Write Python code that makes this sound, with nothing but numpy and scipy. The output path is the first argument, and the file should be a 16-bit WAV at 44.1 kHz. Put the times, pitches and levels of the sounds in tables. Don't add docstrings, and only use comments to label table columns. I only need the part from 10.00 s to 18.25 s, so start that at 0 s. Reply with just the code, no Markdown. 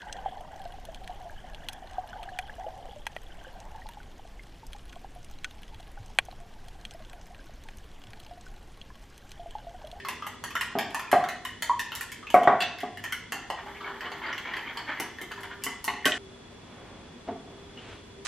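import sys
import numpy as np
from scipy import signal
from scipy.fft import rfft, irfft, next_fast_len
from scipy.io import wavfile
from scipy.ndimage import map_coordinates

SR = 44100
rng = np.random.default_rng(int(sys.argv[2]) if len(sys.argv) > 2 else 0)


def attenuation_scalar(level_db):
    decades = np.asarray(level_db, float) / 20
    return 10 ** decades


def master_out(mix):
    frames = np.transpose(np.atleast_2d(mix))
    ceiling = np.clip(frames, -1, 1)
    pcm = np.round(ceiling * 32767).astype(np.int16)
    wavfile.write(sys.argv[1], SR, pcm)


N = 363825
SCENE_CHANGE_S = 6.181

# frequency in Hz, width in Hz, level in dB.
BOWL_MODES = [(962, 210, -3.5), (1130, 250, -7), (1390, 240, -11.5), (1662, 310, -4), (1790, 148, 0.5),
              (2030, 185, -1.5), (2234, 410, -6.5), (2700, 300, -7), (3061, 180, -4), (3566, 240, -15.5),
              (4200, 630, -17.5), (5460, 1320, -18), (5870, 1370, -18), (7880, 760, -34)]
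# frequency in Hz, correlation -1 to 1.
COUNTER_LIKENESS = [(60, 0.99), (150, 1), (380, 1), (950, 0.98), (2380, 1), (5980, 0.36), (15000, -0.26)]


def unit(x):
    return x / np.sqrt(np.mean(x ** 2) + 1e-20)


def peak(x):
    return x / np.abs(x).max()


def along(points, hz):
    f, v = np.transpose(points)
    return np.interp(np.log(hz + 1), np.log(f + 1), v)


def curves(rows):
    t = np.arange(0, N / SR + .01, .002)
    power = 0
    for s, db, rise_s, fall_s in rows:
        distance = np.where(t < s, (s - t) / rise_s, (t - s) / fall_s)
        power = power + attenuation_scalar(db - 8.6 * distance) ** 2
    return np.interp(np.arange(N) / SR, t, np.sqrt(power))


def wobble(rate_hz):
    knots = rng.standard_normal(int(N * rate_hz / SR) + 4)
    return map_coordinates(knots, [np.arange(N) * rate_hz / SR])


def filtered(x, response):
    n = x.shape[-1]
    m = next_fast_len(n + min(n, 8192))
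    return irfft(rfft(x, m) * response(np.fft.rfftfreq(m, 1 / SR)), m)[..., :n]


def resonant(modes):
    def response(f):
        total = 0
        for k, (hz, width_hz, db) in enumerate(modes):
            damping = 1j * f * width_hz
            total = total + (-1) ** k * attenuation_scalar(db) * damping / (hz * hz - f * f + damping)
        return total
    return response


def spread(pair, likeness):
    def mid_side(hz):
        angle = np.arccos(np.clip(along(likeness, hz), -1, 1)) / 2
        return np.array([np.cos(angle), np.sin(angle)])
    mid, side = filtered(pair, mid_side)
    return np.array([mid + side, mid - side])


def ring(t, hz, t60_s, attack_s=0.00021):
    return np.sin(2 * np.pi * hz * t) * attenuation_scalar(-60 * t / t60_s) * (1 - np.exp(-t / attack_s))


def add(bus, s, sound):
    part = bus[..., round(s * SR):][..., :sound.shape[-1]]
    part += sound[..., :part.shape[-1]]


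def spots(count):
    # frequency in Hz, t60 in s.
    decay = [(150, 0.72), (700, 0.51), (2000, 0.54), (4000, 0.49), (6000, 0.5), (12000, 0.22), (16000, .1)]
    # delay in s, level in dB.
    echoes = [(.003, -6.5), (.0055, -8), (.0075, -9.5), (.009, -10), (.012, -12.5), (0.017, -15),
              (.021, -8.5)]
    n = SR // 2
    hz, t, z = signal.stft(rng.standard_normal((count, 2, n)), SR, nperseg=256)
    z = z * attenuation_scalar(-60 * t / along(decay, hz)[:, None])
    tails = signal.istft(z, SR, nperseg=256)[1][..., :n]
    build_up = 1 - np.exp(-np.arange(n) / SR / 0.0022)
    tails = np.array([spread(tail * build_up, COUNTER_LIKENESS) for tail in tails])
    early = np.zeros_like(tails)
    early[..., 0] = 1
    for near in early:
        for delay_s, db in echoes:
            lean = rng.integers(-1, 2)
            at = round(delay_s * rng.uniform(.9, 1.1) * SR) + np.array([lean, -lean])
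            near[[0, 1], at] += attenuation_scalar(db) * rng.choice([-1, 1])
    return list(zip(early, tails / np.linalg.norm(tails[:, :1], axis=2, keepdims=True)))


def heard(sound, spot, wet_db):
    early, tail = spot
    return signal.fftconvolve(sound[None], early + attenuation_scalar(wet_db) * tail, axes=1)


def contacts():
    # start in s, ring in dB, hollow tone in Hz, click over ring in dB.
    strikes = [(.086, -30, 1010, -4), (0.267, -34.5, 930, -4.5), (.44, -30.5, 1740, -4.5),
               (.554, -27, 1430, -10.5), (0.611, -26, 1930, -6), (.787, -23.5, 810, -9.5),
               (.946, -25.5, 1025, -8.5), (0.995, -32.5, 1370, -9), (1.116, -25, 1950, -5.5),
               (1.288, -29.5, 1790, -9.5), (1.451, -30, 1880, -7.5), (1.623, -27.5, 1850, -3.5),
               (1.794, -29, 1790, -4), (1.92, -32, 1370, -15), (2.01, -30.5, 1750, -3),
               (2.605, -27, 2690, -12.5), (2.622, -25.5, 2650, -12), (2.973, -37, 1720, -12.5),
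               (3.04, -32, 1830, -8.5), (3.124, -27.5, 1490, -5), (3.322, -27, 1713, -8),
               (4.118, -34, 830, -38), (4.38, -35, 1690, -14), (4.568, -33, 2030, -17),
               (4.773, -32, 960, -18), (5, -29, 2030, -3.5), (5.408, -47.5, 940, -0.5),
               (5.621, -46, 2320, -14), (5.879, -25, 1960, -24), (6.0551, -21, 1900, -2)]
    # start in s, ring in dB, click over ring in dB.
    grazes = [(.001, -40.5, -26), (0.506, -41, -4), (0.907, -41.5, -9), (1.952, -33.5, 0.5),
              (2.119, -35.5, -3), (2.303, -37.5, -2.5), (2.786, -38.5, -13), (2.805, -33.5, -10),
              (5.215, -36, -2), (5.317, -35, -40), (5.433, -35.5, -13), (5.638, -33, 6), (5.843, -36, 9),
              (6.122, -40.5, -4)]
    # start in s, peak in dB, hollow tone in Hz, t60 in s.
    plops = [(0.05, -19, 1240, 0.0061), (.224, -22, 1220, 0.029), (0.508, -32, 1130, 0.016),
             (0.716, -40, 1390, .03), (1.077, -36, 2440, 0.028), (1.24, -16.5, 1360, 0.01),
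             (2.229, -34, 1214, 0.032), (2.27, -24, 2590, 0.014), (2.303, -23, 3010, .01),
             (2.434, -16.5, 775, 0.036), (2.639, -25, 2570, 0.011), (3.052, -25.5, 1790, 0.034),
             (3.427, -31.5, 1880, 0.016), (3.502, -11, 870, 0.011), (3.588, -36, 1110, .03),
             (3.663, -27, 870, 0.014), (4.008, -18.5, 1800, 0.0089), (4.055, -31, 1750, .013),
             (4.329, -18, 2040, 0.011), (4.537, -19.5, 1920, 0.018), (5.186, -28, 1790, 0.025),
             (5.378, -30.5, 987, 0.039), (5.666, -20, 2010, 0.03), (6.026, -34, 2030, 0.017),
             (6.121, -27, 1910, 0.019)]
    # start in s, peak in dB, tone in Hz, click in dB.
    jolts = [
        (2.3428, -7, 770, -27.5),
        (2.4741, -1, 865, -50.5),
    ]
    touches = [(s, db, hz, 7, 0, click_db, 0.019) for s, db, hz, click_db in strikes]
    touches += [(s, db, 0, 0, 0, click_db, 1) for s, db, click_db in grazes]
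    touches += [(s, db, hz, 0, -18, -34.5, t60_s) for s, db, hz, t60_s in plops]
    touches += [(s, db, hz, 0, -58, click_db, 0.0098) for s, db, hz, click_db in jolts]
    return sorted(touches)


def taps(bus, room):
    t = np.arange(SR // 12) / SR
    second_stick_s, second_stick_db = .0065, -4
    tick = attenuation_scalar(-60 * t / 0.009)
    tick = tick + attenuation_scalar(second_stick_db) * np.roll(tick, round(second_stick_s * SR))
    click = resonant([(5850, 3500, -3), (12800, 2600, 0), (15300, 1200, -16)])
    for k, (s, db, hz, tone_db, ring_db, click_db, t60_s) in enumerate(contacts()):
        tone = attenuation_scalar(tone_db) * ring(t, hz, np.clip(t60_s, .004, .2), 0.0003)
        force = 0.23 * rng.standard_normal(len(t)) * attenuation_scalar(-60 * t / 0.023)
        force[3] = 1
        held = []
        for mode_hz, width_hz, level_db in BOWL_MODES:
            cupped = mode_hz < 1300 and 2.55 < s < 3.2
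            level_db = level_db + rng.normal(0, 2.6) - 10 * cupped
            held.append((mode_hz * rng.normal(1, 0.011), width_hz, level_db))
        bowl = attenuation_scalar(ring_db + 7.5) * peak(filtered(force, resonant(held)))
        snap = attenuation_scalar(click_db + 9.5) * peak(filtered(rng.standard_normal(len(t)) * tick, click))
        wet_db = .7 if tone_db or not hz else 0
        add(bus, s - .0005, heard(attenuation_scalar(db - 4) * (tone + bowl + snap), room[k % len(room)], wet_db))


def stirring(bus, room):
    # start in s, length in s, rms in dB, scrape pitch in Hz, board level in dB.
    strokes = [(3.57, 0.04, -46, 1800, -5), (3.66, 0.078, -53, 1810, 2), (3.74, 0.057, -50.5, 2080, -6),
               (3.803, 0.055, -42.5, 1250, -5), (3.84, 0.088, -43.5, 1520, -3),
               (3.93, 0.067, -50, 1810, -2), (4.01, 0.032, -49, 1800, 3), (4.04, .05, -42.5, 1780, -3),
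               (4.115, 0.1, -49.5, 1860, -0.5), (4.215, 0.14, -40.5, 1850, -4.5),
               (4.33, 0.085, -52.5, 1970, 3.5), (4.435, 0.11, -42, 1950, -5), (4.53, 0.11, -48, 1900, 0),
               (4.65, 0.084, -44.5, 2000, -2.5), (4.75, 0.09, -49, 1890, 0), (4.87, 0.084, -40, 1860, -4.5),
               (4.95, .05, -46.5, 2000, -6), (5.0, 0.12, -51, 1770, -4.5), (5.18, 0.046, -53, 1780, -2),
               (5.31, 0.021, -43.5, 1600, -3.5), (5.37, 0.049, -52, 1780, 0),
               (5.43, 0.038, -46.5, 1800, -4), (5.5, 0.047, -46.5, 1617, -5)]
    u = np.linspace(0, 1, SR // 5)
    board = resonant([(305, 80, -7.0), (940, 260, -5)])
    glaze = resonant([(2700, 500, -9), (3150, 350, -4), (4600, 1200, -13)])
    for k, (s, length_s, db, hz, board_db) in enumerate(strokes):
        slips = rng.random(len(u)) < 700 / SR
        slips = slips * attenuation_scalar(2.5 * np.minimum(rng.exponential(size=len(u)), 3))
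        slips = slips * rng.choice([-1, 1], len(u))
        force = unit(slips) + .35 * rng.standard_normal(len(u))
        tip = resonant([(hz, 800, 0)])
        bowl = lambda f: tip(f) ** 2 * (2.8 + resonant(BOWL_MODES)(f)) + glaze(f)
        drag = unit(filtered(force, bowl)) + attenuation_scalar(board_db) * unit(filtered(force, board))
        along_stroke = np.clip(u / 5 / length_s, 0, 1)
        press = np.sin(np.pi * along_stroke ** 0.68) ** 0.67
        add(bus, s, heard(attenuation_scalar(db + .3) * press * drag, room[k % len(room)], wet_db=-2.5))


def stirred_egg(bus, room):
    # start in s, peak in dB, frequency in Hz.
    flecks = [(3.77, -43, 2400), (3.808, -40, 1310), (3.845, -31, 2200), (3.865, -39, 1440),
              (3.88, -32, 1870), (3.912, -38, 1100), (4.032, -33, 1058), (4.06, -33, 2920),
              (4.075, -33, 1180), (4.218, -30, 970), (4.24, -29, 2060), (4.255, -37, 1730),
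              (4.265, -39, 4560), (4.285, -28, 1400), (4.453, -32, 2150), (4.49, -36, 2260),
              (4.518, -37, 3100), (4.54, -36, 3090), (4.668, -38, 3050), (4.676, -32, 2280),
              (4.69, -34, 3230), (4.715, -36, 1500), (4.756, -41, 1840), (4.868, -38, 1750),
              (4.887, -29, 2230), (4.9, -29, 1640), (4.916, -32, 1630), (4.928, -30, 1590),
              (4.99, -30, 2070), (5.521, -37, 1583)]
    # peak in s, level in dB, rise in s, fall in s.
    swells = [
        (3.75, -68, .2, .4),
        (4.2, -67, 0.41, 0.46),
        (4.65, -66, .3, .4),
        (5.0, -70, .2, 0.22),
        (5.35, -69, .2, .3),
    ]
    t = np.arange(SR // 20) / SR
    for k, (s, db, hz) in enumerate(flecks):
        climbing_hz = hz * (1 + .03 * t / .01)
        pop = attenuation_scalar(db) * ring(t, climbing_hz, 0.025, 0.00044)
        add(bus, s - .001, heard(pop, room[k % len(room)], wet_db=-6))
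    colour = resonant([(6350, 60, -3), (5500, 3000, -3), (8800, 2500, -5), (12200, 3200, 0)])
    hiss = unit(spread(filtered(rng.standard_normal((2, N)), colour), COUNTER_LIKENESS))
    add(bus, 0, curves(swells) * attenuation_scalar(1.2 * wobble(20)) * hiss)


def single_notes(bus, room):
    # start in s, peak in dB, frequency in Hz, t60 in s, climb as a share of frequency.
    rings = [(.049, -37.5, 1132, 0.28, -0.031), (.439, -19, 1010, 0.0068, 0.049),
             (.554, -24, 1310, 0.073, 0.11), (.566, -16, 1816, 0.012, 0.064),
             (1.696, -18, 972, 0.17, -0.0064), (1.697, -20, 1022, 0.1, 0.037),
             (2.606, -37.5, 2690, 0.19, 0.0041), (2.607, -31, 3402, 0.13, 0.0076),
             (2.606, -29, 4360, 0.014, 0.072), (2.608, -39.5, 4732, 0.15, 0),
             (2.81, -41.5, 3320, 0.058, 0.0051), (5.879, -26.5, 1130, 0.1, -0.053),
             (6.056, -9, 3080, 0.014, -0.041), (6.121, -9, 3160, 0.0055, -0.17),
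             (7.775, -38.5, 2880, 0.035, -0.0098), (7.79, -46, 3100, 0.074, -0.01),
             (7.83, -50, 2620, .05, -0.062), (7.865, -51, 3200, .04, -0.011),
             (2.607, -44, 3941, .25, 0.021), (2.607, -40, 4296, 0.16, 0.025), (2.606, -49, 7294, 0.18, 0),
             (2.606, -53, 8170, 0.12, 0.0097), (2.605, -42.5, 9200, .05, -0.026),
             (2.64, -39, 3402, .1, 0.0071), (6.046, -22, 1840, .03, 0), (6.057, -31, 2550, 0.12, 0),
             (6.058, -22, 1600, 0.11, -0.038), (6.135, -30, 1800, .04, 0.01),
             (2.344, -16, 2150, 0.017, 0.013), (2.36, -32, 1560, 0.16, -0.02), (7.288, -37, 900, .1, 0),
             (7.29, -39, 445, .1, 0), (2.66, -40, 2660, .3, 0), (1.452, -38, 3000, .06, 0),
             (1.452, -38, 1030, .12, 0), (5.447, -36, 980, .1, 0), (5.668, -33, 3050, .06, 0),
             (5.217, -33, 300, .04, 0), (1.795, -31, 1790, .12, 0), (.611, -28, 1850, .05, 0),
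             (3.125, -33, 3150, .05, 0)]
    t = np.arange(SR // 4) / SR
    for k, (s, db, hz, t60_s, climb) in enumerate(rings):
        climbing_hz = hz * (1 + climb * np.minimum(t, .05) / 0.0184)
        note = attenuation_scalar(db) * ring(t, climbing_hz, t60_s, 0.00034)[:round(t60_s * SR)]
        add(bus, s - .0005, heard(note, room[k % len(room)], wet_db=-6.5))


def knocks(bus, room):
    # start in s, peak in dB, blow in Hz, thud in dB, edge in dB.
    blows = [(0.754, -24, 690, -2.5, -22), (1.13, -12, 721, -18, -13), (2.343, -9, 721, -23, -15.5),
             (2.475, -10, 725, -19, -10.5), (2.833, -30, 720, -4, -14), (3.321, -38, 790, -3, -12),
             (5.001, -40, 354, 2, -8), (5.214, -41, 360, -14, -21), (5.665, -37.5, 964, 0.5, -0.5),
             (5.879, -31, 857, -4, -18), (6.058, -27, 602, 1.5, -3.5), (7.287, -31, 690, 2, -16),
             (7.318, -37, 675, 2, -30), (7.476, -48, 680, -21, -13)]
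    # frequency in Hz, level in dB, t60 in s.
    board_modes = [(696, -2, 0.4), (403.6, -1.5, 0.25), (588, -11, 0.3), (721, 3.5, 0.93), (790, 0, 0.45),
                   (450, -9, 0.35), (1021, -6, 1.8), (1121, -6, .5), (1233, 0, 0.2)]
    t = np.arange(SR // 2) / SR
    thud = ring(t, 283, 0.032, 0.002) + ring(t, 413, 0.024, 0.00026)
    edge_tones = ring(t, 1900, 0.024) + ring(t, 1395, 0.0087) + ring(t, 1114, 0.044)
    for k, (s, db, hz, thud_db, edge_db) in enumerate(blows):
        board_db = -19.5 if s < SCENE_CHANGE_S else -38
        clatter = rng.standard_normal(len(t)) * attenuation_scalar(-60 * t / 0.061)
        clatter = filtered(clatter, resonant([(1480, 290, 0)]))
        edge = edge_tones + 0.82 * peak(clatter)
        blow = ring(t, hz, 0.036, 0.00012) + attenuation_scalar(thud_db) * thud + attenuation_scalar(edge_db) * edge
        blow = filtered(blow, lambda f: 1 / (1 + 1j * f / 3000) ** 2)
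        board = 0
        for mode_hz, level_db, t60_s in board_modes:
            level = attenuation_scalar(level_db + rng.normal(0, 0.96))
            board = board + level * ring(t, mode_hz, min(t60_s, .55), 0.0017)
        arriving = heard(blow, room[k], wet_db=-1)[:, :len(t)]
        add(bus, s - .0005, attenuation_scalar(db + 6.0) * (arriving + attenuation_scalar(board_db) * board))


def rustle():
    # peak in s, level in dB, rise in s, fall in s.
    slides = [
        (6.88, -51.5, 0.3, 0.23),
        (7.28, -41, 0.005, 0.024),
        (7.51, -54, 0.012, 0.16),
    ]
    slices = [
        (7.78, -49.5, 0.013, 0.14),
        (7.93, -47, 0.13, 0.049),
    ]
    # frequency in Hz, density in dB per Hz.
    cloth_colour = [(50, 0), (150, 12), (700, 5), (3180, -11.5), (10600, -47), (12000, -49), (15600, -67),
                    (22000, -120)]
    blade_colour = [(300, 9.5), (900, 2.5), (3000, -1.5), (5000, -13), (10000, -24), (15600, -45)]

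    def friction(colour):
        noise = filtered(rng.standard_normal((2, N)), lambda hz: attenuation_scalar(along(colour, hz)))
        return unit(spread(noise, COUNTER_LIKENESS))
    cloth, blade = friction(cloth_colour), friction(blade_colour)
    never_still = attenuation_scalar(-62) * (np.arange(N) > SCENE_CHANGE_S * SR)
    sleeve = curves(slides) + never_still
    return attenuation_scalar(1.5 + wobble(30)) * (sleeve * cloth + curves(slices) * blade)


def kitchen_air():
    # frequency in Hz, density in dB per Hz.
    air_colour = [(13, -28), (22, -5), (397, -7), (686, -17), (3340, -23.5), (9500, -34.5), (12000, -43),
                  (14000, -52), (16000, -68)]
    # frequency in Hz, correlation -1 to 1.
    air_likeness = [(60, 1), (130, 0.88), (290, 0.53), (640, 0.012), (1410, 0.22), (3100, 0.22),
                    (6820, -0.46), (15000, -0.57)]
    # frequency in Hz, width in Hz, level in dB.
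    drones = [(46.4, 29, -5.5), (100.8, 6.2, 1), (140.5, 6.3, -7), (242, 9.1, -1.5), (970, 10, -12.5),
              (3360, 65, -17), (3420, 60, -14)]
    # peak in s, level in dB, rise in s, fall in s.
    hum_swells = [(0.0, -57, .1, 0.25), (2.75, -68, 0.067, 0.4), (3.72, -56, 0.12, 0.2),
                  (3.95, -56, .15, .15), (4.2, -55, 0.15, 0.15), (5.39, -54, 0.05, 0.07),
                  (5.48, -57, .03, .03), (5.6, -56, .04, .08), (6.22, -57, 0.2, 0.23),
                  (6.78, -67, .15, 0.48), (7.6, -56, 0.12, 0.2), (8.2, -55, 0.1, .1)]
    air_db = -50.5
    air = filtered(rng.standard_normal((2, N)), lambda hz: attenuation_scalar(along(air_colour, hz)))
    drone = filtered(rng.standard_normal((2, N)), resonant(drones))
    phase = 2 * np.pi * np.cumsum(396 + 6 * wobble(11)) / SR
    tone = curves(hum_swells) * attenuation_scalar(9 + 2.5 * wobble(14)) * np.sin(phase)
    air = attenuation_scalar(air_db) * unit(spread(air, air_likeness))
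    drone = attenuation_scalar(air_db - 2.5) * unit(spread(drone, COUNTER_LIKENESS))
    return air + drone + tone


def scene():
    room, counter = spots(count=14), np.zeros((2, N))
    background = kitchen_air() + rustle()
    for source in (taps, stirring, stirred_egg, single_notes, knocks):
        source(counter, room)
    t = np.arange(N) / SR
    shown = np.clip((SCENE_CHANGE_S - t) / 0.0022, 0, 1) + (t > SCENE_CHANGE_S + .9)
    counter = filtered(counter, lambda f: (1j * f / (130 + 1j * f)) ** 2)
    return counter * shown + background


def thinned(x):
    # frequency in Hz, level below which a band falls silent, re whole treble in dB.
    silent_below = [(7000, -45), (8300, -27), (9500, -25.5), (11000, -27.5), (12500, -32), (14000, -33),
                    (15000, -32), (16500, -36)]
    mid_side = np.array([x[0] + x[1], x[0] - x[1]]) / 2
    hz, _, z = signal.stft(mid_side, SR, nperseg=2048)
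    power = np.abs(z) ** 2
    band = power[:, :-1].reshape(2, -1, 16, z.shape[-1]).sum(axis=2)
    band_hz = hz[8::16, None]
    treble = power[:, hz > 3000].sum(axis=1, keepdims=True)
    limit = attenuation_scalar(along(silent_below, band_hz) + 3 * rng.standard_normal(band.shape)) ** 2
    keep = (band > limit * treble) | (band_hz < 7000)
    z[:, :-1] *= np.repeat(keep, 16, axis=1)
    mid, side = signal.istft(z, SR, nperseg=2048)[1][:, :N]
    return np.array([mid + side, mid - side])


def top_cut(x):
    return signal.sosfilt(signal.butter(12, 16670, fs=SR, output="sos"), x)


def record(dry):
    # frequency in Hz, gain in dB.
    mic_gain = [(20, -9.5), (60, -3.5), (150, -1.5), (12500, 3.5), (14500, -2), (15800, 1), (16400, -8),
                (17000, -54)]
    mix = thinned(filtered(dry, lambda hz: attenuation_scalar(along(mic_gain, hz))))
    return top_cut(mix)


dry = scene()
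out = record(dry)
master_out(out)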